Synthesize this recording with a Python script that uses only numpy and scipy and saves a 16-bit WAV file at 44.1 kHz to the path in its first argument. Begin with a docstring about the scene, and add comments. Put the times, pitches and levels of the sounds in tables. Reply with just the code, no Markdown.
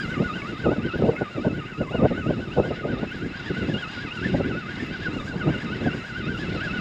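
"""A fishing reel's gear whine, wound in on a small boat, heard throughout with wind, spray and water.
The teeth mesh at a pitch that rises and falls with the hand and once a spool turn; bearings and line
hiss through the same reel body, and play in the gears knocks. Breeze, gusts and sharp slaps of air
buffet the microphone, spray drops tick on its housing, and far water fizzes faintly above the reel."""
import sys
import numpy as np
from scipy import signal
from scipy.fft import rfft, irfft
from scipy.io import wavfile
from scipy.ndimage import uniform_filter1d

SR = 44100
rng = np.random.default_rng(int(sys.argv[2]) if len(sys.argv) > 2 else 0)


def rack_gain(trim_db):
    """Turn a fader trim in dB into the linear factor to multiply a signal by."""
    fader = np.asarray(trim_db, float)
    return 10 ** (fader / 20)


def wav_out(sig):
    """Save sig, one row per channel (or a flat mono array), as 16-bit PCM at SR to the path in sys.argv[1]."""
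    wavfile.write(sys.argv[1], SR, np.round(np.clip(np.atleast_2d(sig).T, -1, 1) * 32767).astype(np.int16))


N = 300186
T = np.arange(N) / SR  # s
HZ = np.maximum(np.arange(N // 2 + 1) * SR / N, 1)

# Distant wash of waves: time_s, level_db
SEA_LEVEL = [(0, -56.5), (1, -63.5), (2, -61), (3.2, -67), (5.5, -66.5), (6.81, -66)]

# Steady breeze on the microphone: time_s, level_db
BREEZE_LEVEL = [(0.0, -34.5), (1.0, -39.5), (1.21, -42.5), (2.24, -30.5), (2.45, -35.5), (4.02, -39.5),
                (4.4, -36), (4.53, -40.5), (5.18, -31.5), (5.8, -41.5), (5.97, -43.5), (6.22, -34),
                (6.37, -32), (6.81, -31)]
BREEZE_SCATTER_DB, BREEZE_HIGH_DB = 1.5, -13.5  # slow wander; whoosh relative to rumble

# Gusts: peak_s, peak_db, whoosh_relative_to_peak_db, rise_s, fall_s
# Rise and fall are the times taken to span GUST_SPAN_DB.
GUST_EVENTS = [(.04, -38, -20, 0.045, .08), (.21, -21, -7, 0.056, 0.075), (.37, -29, -13, 0.085, 0.062),
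               (.5, -28, -6, 0.04, 0.063), (.645, -24.5, -6, 0.021, 0.045),
               (0.693, -13.5, -2, 0.041, 0.037), (.8, -24.5, -7, 0.038, 0.024),
               (.85, -22, -10, 0.046, 0.044), (.96, -24, -1, 0.032, 0.032),
               (1.031, -17.5, 1.5, 0.056, 0.076), (1.091, -22.5, 3.5, 0.056, 0.084),
               (1.21, -24, 3.5, 0.035, 0.048), (1.4, -21, -3, 0.043, 0.039),
               (1.475, -17.5, 1, 0.025, 0.042), (1.525, -25, -7.5, 0.041, 0.11),
               (1.8, -18, -2, 0.022, 0.034), (1.989, -19.5, 3, 0.057, 0.058),
               (2.039, -16, 2.5, 0.048, 0.046), (2.115, -26, 1.5, 0.034, 0.055),
               (2.275, -20.5, -2, 0.022, 0.088), (2.34, -29.5, -2.5, .05, 0.19),
               (2.5, -32.5, 3, 0.038, 0.035), (2.6, -14, 2.5, 0.025, 0.024), (2.72, -28.5, 0, 0.11, 0.044),
               (2.85, -30.5, -3.5, 0.034, .04), (2.93, -25, -5, .06, 0.065),
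               (3.03, -23.5, -2, 0.052, 0.042), (3.27, -27, -19, 0.11, 0.042),
               (3.515, -21.5, -13, 0.035, 0.031), (3.64, -23.5, -11, 0.088, 0.088),
               (3.73, -22, -12.5, 0.12, 0.059), (4.041, -30.5, -21, .1, 0.052),
               (4.19, -29.5, -21, 0.034, 0.051), (4.26, -21.5, -13, 0.046, 0.046),
               (4.35, -18.5, -9.5, 0.067, 0.14), (4.48, -24, -6, 0.13, 0.13),
               (4.83, -29.5, -12, 0.14, 0.15), (5.15, -28, -9.5, 0.098, 0.05),
               (5.38, -29.5, -13.5, 0.092, .06), (5.479, -17.5, -8.5, 0.031, 0.098),
               (5.66, -25.5, -18, 0.037, 0.039), (5.77, -27.5, -11, 0.11, .05),
               (5.865, -18.5, -6.5, 0.064, 0.068), (5.97, -27.5, -8, 0.053, .05),
               (6.32, -27.5, -23, 0.13, 0.11), (6.49, -31, -24, 0.071, 0.068), (6.75, -34, -2, 0.058, .08)]
GUST_SPAN_DB = 15
GUST_BASS_CUT_HZ = 142  # gusts are thinner than the breeze below this

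# Colour of the low rumble of air on the microphone: frequency_hz, gain_db
RUMBLE_COLOUR = [(12, -62), (20, -13), (60, -1.5), (166, 2), (348, -5), (400, -8), (520, -18.5),
                 (880, -120)]
# Colour of the higher whoosh of air on the microphone: frequency_hz, gain_db
WHOOSH_COLOUR = [(200, -17.5), (380, -0.5), (550, 2.5), (800, -9.5), (1100, -21), (1600, -54.5),
                 (4000, -120)]

# Sharp slaps of air: start_s, relative_db, pitch_hz
AIR_SLAPS = [(0.177, -15, 228), (0.691, -3.5, 313), (0.782, -10, 234), (0.956, -8, 387), (0.987, -20, 300),
             (1.022, -0.5, 448), (1.098, -18, 430), (1.381, -8, 297.6), (1.465, -4, 167), (1.8, -22, 180.3),
             (1.944, -22, 260), (2.273, -14, 180), (2.474, -18, 317.6), (2.584, -15, 186), (2.599, 2, 458),
             (2.934, -20, 154), (3.515, -14, 270), (3.625, -11, 245), (3.718, -13, 318),
             (4.314, -14, 178.6), (4.459, -8, 252.8), (5.101, -28, 298.5), (5.468, -22, 164.3),
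             (5.717, -13.5, 175), (5.86, -11, 193.4), (6.303, -10.5, 170)]
# Clear spray drops: start_s, relative_db
SPRAY_DROPS = [(0.3157, -61), (0.9804, -51), (1.0929, -61), (1.1598, -55), (1.5567, -59), (3.1158, -55),
               (3.1867, -55), (4.8648, -52), (4.9855, -57), (5.7438, -59), (5.9444, -57), (6.3604, -53)]

# Broad colour of reel and microphone housing: frequency_hz, gain_db
HOUSING_COLOUR = [(300, -10.5), (700, -2.5), (1000, -5.5), (1400, -1.5), (1900, -3), (2400, -3.5),
                  (3200, -9), (4300, -13.5), (6000, -24.5), (8000, -30.5), (8900, -52), (9600, -47),
                  (11200, -36), (12500, -50), (13700, -62)]
# Resonances and dips of the reel body: centre_hz, width_hz, lift_db (at a coupling of 1)
BODY_RESONANCES = [(1252, 30, 3), (1395, 150, -7), (1454.6, 66, 9), (2460, 120, -5.5),
                   (4290, 460, -3.5)  , (1680, 50, 1.5), (2065, 87, 6.5), (2612, 47, 8.5), (2813, 106, 7),
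                   (3677, 80, 8), (4007, 160, 5.5), (4250, 45, -0.5), (4846, 71, 10), (5280, 240, 7),
                   (6900, 350, 7), (7740, 47, -7)]
GEAR_COUPLING = 1.42  # the gears drive the body's resonances harder than bearings and line do

# The winding hand: time_s, mean_tooth_mesh_hz, swing_once_a_handle_turn_percent,
# swing_twice_a_turn_percent, whine_relative_db
HAND_MOTION = [(0.0, 1388, -1.13, 8.8, -31), (0.43, 1302, -3, 3.8, -37.5), (0.71, 1454, 6, 2.24, -37),
               (1.2, 1376, 2.5, 1.58, -39.5), (1.87, 1319, 9, 5.88, -38.5), (1.92, 1334, 0.55, 1.93, -37),
               (2.53, 1410, 3, 0.98, -39), (2.87, 1296, 12.5, 6.96, -38), (3.1, 1475, 0.3, 0.8, -40),
               (3.62, 1501, 1.5, 7.18, -37.5), (4.02, 1492, 1.1, 5.6, -35.5),
               (4.54, 1423, 10.5, 7.1, -39.5), (4.83, 1569, -7.5, 5.4, -38.5),
               (5.23, 1420, 12.5, 1.5, -37.5), (5.59, 1421, -3.5, 9.6, -36), (6.04, 1462, 5, 3.0, -37.5),
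               (6.37, 1481, 3.5, 5.2, -37), (6.81, 1390.4, -1, 5.8, -34)]
MESHES_PER_HANDLE_TURN, MESHES_PER_SPOOL_TURN = 782.9, 165.53
# Fastest place of each swing, in cycles of that swing
ONCE_AT, TWICE_AT, THRICE_AT, SPOOL_AT = -.186, .199, 0.12, 0.0811
THRICE_SHARE, SPOOL_SWING = 0.15, 0.11  # of the twice-a-turn swing; of the speed
LOAD_SCATTER_DB = 1.5
REFERENCE_MESH_HZ = 1430  # speed at which bite and hiss are neither raised nor lowered by speed

# Partials of the mesh, half orders because alternate teeth differ:
# multiple_of_mesh_rate, relative_db, brokenness (1 = fully broken)
MESH_PARTIALS = [(1, 7, 0.41), (1.5, -12, 0.99), (2, 0, 0.34), (2.5, -13.5, 0.93), (3, -5, 0.92),
                 (4, -10, 0.47)]
# Bearings and line: time_s, relative_db
HISS_LEVEL = [(0, -50.5), (.4, -48), (.7, -50), (1.5, -51.5), (2.8, -52), (3.4, -48), (4.2, -49),
              (5.2, -47.5), (6.2, -48.5), (6.81, -45)]
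# Play in the gears: start_s, relative_db, ring_hz
GEAR_KNOCKS = [(0.4184, -29, 2234), (1.1638, -29, 2142), (3.4605, -33, 1840), (4.2487, -24, 1780),
               (4.359, -35, 1930), (4.7092, -48, 2043), (4.7646, -34, 2070), (4.7995, -27, 1797),
               (5.7483, -36, 1920), (6.5784, -45, 1937)]


def curve(table, column):
    """One column of a time table, joined by straight lines."""
    rows = np.array(table, float)
    return np.interp(T, rows[:, 0], rows[:, column])


def spectrum_db(points):
    """Gain in dB at every frequency, straight lines on a log axis."""
    hz, db = np.transpose(points)
    return np.interp(np.log(HZ), np.log(hz), db)


def colour(x, db):
    """Causal filter with the given gain, its phase from the folded cepstrum."""
    cepstrum = irfft(db * np.log(10) / 20, N)
    cepstrum[1:N // 2] *= 2
    cepstrum[N // 2 + 1:] = 0
    return irfft(rfft(x) * np.exp(rfft(cepstrum)), N)


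def unit(x):
    """Scale to rms 1."""
    return x / np.sqrt(np.mean(x ** 2))


def walk(rate):
    """Random levels held 1 / rate s and slewed twice; spread 1."""
    hold = int(SR / rate)
    steps = np.repeat(rng.standard_normal(N // hold + 1), hold)
    slewed = uniform_filter1d(uniform_filter1d(steps, hold), hold)
    return unit(slewed[:N])


def body(coupling=1):
    """Gain in dB of reel body and microphone housing; coupling scales the body's resonances."""
    resonances = sum(db / (1 + (2 * (HZ - hz) / width) ** 2) for hz, width, db in BODY_RESONANCES)
    return spectrum_db(HOUSING_COLOUR) + coupling * resonances


def sea():
    """Far water through the same body and housing, heard only above the reel; it fizzes in patches."""
    fizz = rng.standard_normal(N) * rack_gain(1.2 * walk(5) + 1.4 * walk(250))
    bass_cut_db = -10 * np.log10(1 + (6200 / HZ) ** 8)
    return unit(colour(fizz, body() + bass_cut_db)) * rack_gain(curve(SEA_LEVEL, 1))


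def eddies(points, flutter_db):
    """Coloured noise, evened out over 40 ms so that gust and flutter alone shape it."""
    air = colour(rng.standard_normal(N), spectrum_db(points))
    even = air / np.sqrt(uniform_filter1d(air ** 2, size=SR // 25))
    return unit(even * rack_gain(flutter_db))


def wind():
    """Turbulence flutters in eddies; gusts rise and die over the breeze, each with its own reach upwards."""
    flutter_db = 5 * np.tanh(1.25 * walk(80))
    rumble = eddies(RUMBLE_COLOUR, 0.76 * flutter_db)
    whoosh = eddies(WHOOSH_COLOUR, 1.8 * flutter_db + 4.7 * walk(40))
    breeze_power = rack_gain(2 * (curve(BREEZE_LEVEL, 1) + BREEZE_SCATTER_DB * walk(12)))
    whoosh_power = breeze_power * rack_gain(2 * BREEZE_HIGH_DB)
    gust_power = 0
    for s, db, high_db, rise, fall in GUST_EVENTS:
        distance = np.where(T < s, (s - T) / rise, (T - s) / fall)
        shape = rack_gain(-GUST_SPAN_DB * distance ** 1.21)
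        gust_power = gust_power + (rack_gain(db) * shape) ** 2
        whoosh_power = whoosh_power + (rack_gain(db + high_db) * shape) ** 2
    bass_cut_db = -10 * np.log10(1 + (GUST_BASS_CUT_HZ / HZ) ** 2)
    gust_rumble = unit(colour(rumble, bass_cut_db))
    return np.sqrt(breeze_power) * rumble + np.sqrt(gust_power) * gust_rumble + np.sqrt(whoosh_power) * whoosh


def buffets():
    """Each slap of air swings the microphone diaphragm for a few cycles."""
    out = np.zeros(N)
    for (s, db, hz), turn in zip(AIR_SLAPS, rng.random(len(AIR_SLAPS))):
        age = np.maximum(T - s, 0) * hz / 0.72  # 1 at the peak of the swell, 0.72 cycles in
        swell = age * np.exp(1 - age)
        out += rack_gain(db - 6.5) * swell * np.sin(2 * np.pi * (hz * (T - s) + turn))
    return out


def spray():
    """Fine drops tick on the housing as short noise bursts: a few clear ones over a sparse patter."""
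    falls = rng.random(N) < 90 * rack_gain(5 * walk(4)) / SR  # around 90 a second, in flurries
    ticks = falls * rack_gain(-80.5 + 4.5 * rng.exponential(size=N))
    for s, db in SPRAY_DROPS:
        ticks[int(s * SR)] += rack_gain(db + 13.5)
    tick_shape = np.sign(rng.standard_normal(90)) * np.exp(-np.arange(90) / 25.)
    bursts = np.convolve(ticks, tick_shape)[:N]
    tick_colour = [(4000, -33), (8000, -20.5), (8900, -29), (11200, 3.5), (13000, -9), (14000, -35.5)]
    return colour(bursts, spectrum_db(tick_colour))


def knocks():
    """Play in the gears: each knock starts a decaying ring at its own pitch."""
    out = np.zeros(N)
    for s, db, hz in GEAR_KNOCKS:
        age = np.maximum(T - s, 0)
        onset = 1 - np.exp(-(age / 0.00036) ** 2)
        out += rack_gain(db + 4.0) * onset * np.exp(-age / 0.012) * np.sin(2 * np.pi * hz * age)
    return out


def bearing_hiss(rate):
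    """Grit in bearings and line hisses through the reel body; each octave swells with speed."""
    hiss = 0
    for hz in 500 * 2. ** np.arange(5):
        # each octave of grit flickers alone and rises with speed
        speed_db = (3.9 + 0.59 * hz / 1000) * np.log2(rate / REFERENCE_MESH_HZ)
        grit_db = 1.98 * walk(10) + 1.63 * walk(150) + speed_db
        octave = np.exp(-(np.log2(HZ / hz) / 0.79) ** 2)
        hiss = hiss + irfft(rfft(rng.standard_normal(N) * rack_gain(grit_db)) * octave, N)
    return unit(colour(hiss, body())) * rack_gain(curve(HISS_LEVEL, 1) + 9.5)


def mesh():
    """The hand speeds and slows around each handle turn; the spool runs out of round on top of that."""
    def swing(turns, at):
        return np.cos(2 * np.pi * (turns - at))

    mean = curve(HAND_MOTION, 1)
    handle = np.cumsum(mean) / SR / MESHES_PER_HANDLE_TURN
    once = curve(HAND_MOTION, 2) / 100 * swing(handle, ONCE_AT)
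    twice_and_thrice = swing(2 * handle, TWICE_AT) + THRICE_SHARE * swing(3 * handle, THRICE_AT)
    hand = mean * (1 + once + curve(HAND_MOTION, 3) / 100 * twice_and_thrice)
    spool = np.cumsum(hand) / SR / MESHES_PER_SPOOL_TURN
    rate = hand * (1 + SPOOL_SWING * swing(spool, SPOOL_AT))
    load_db = curve(HAND_MOTION, 4) + LOAD_SCATTER_DB * walk(35)
    return rate, load_db


def gear_whine(rate, load_db):
    """Meshing teeth sound partials of the mesh rate, which ring the reel body."""
    phase = 2 * np.pi * np.cumsum(rate * (1 + 0.01108 * walk(120))) / SR
    # faster, noisier running makes the teeth bite harder and brightens the overtones
    bite = (rate / REFERENCE_MESH_HZ) ** 0.23 * rack_gain(0.39 * (curve(HISS_LEVEL, 1) + 48.0))
    whine = 0
    for k, db, broken in MESH_PARTIALS:
        # worn teeth lose contact: each partial breaks up, to its own degree
        contact = 1 + broken * walk(110) + 0.38 * walk(400)
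        whine = whine + rack_gain(db + 2.5 * walk(25)) * contact * bite ** (k - 1) * np.sin(k * phase)
    whine = unit(colour(whine * rack_gain(load_db), body(GEAR_COUPLING)))
    load_rms = np.sqrt(np.mean(rack_gain(2 * load_db)))
    return whine * load_rms * rack_gain(2.52)


def reel():
    """Teeth and bearings turn together, sharing one speed and one body, with small knocks on top."""
    rate, load_db = mesh()
    return gear_whine(rate, load_db) + bearing_hiss(rate) + knocks()


def scene():
    """All sources at one microphone."""
    return (sea() + wind() + buffets() + spray() + reel())[None]


def low_pass(x):
    """Removes everything above the highest recorded frequency."""
    return signal.sosfilt(signal.butter(12, 13630, fs=SR, output="sos"), x)


def record(dry):
    """The microphone signal saturates smoothly, rounding off the loudest gusts."""
    mix = 0.66 * np.tanh(dry / 0.87)
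    return low_pass(mix)


dry = scene()
out = record(dry)
wav_out(out)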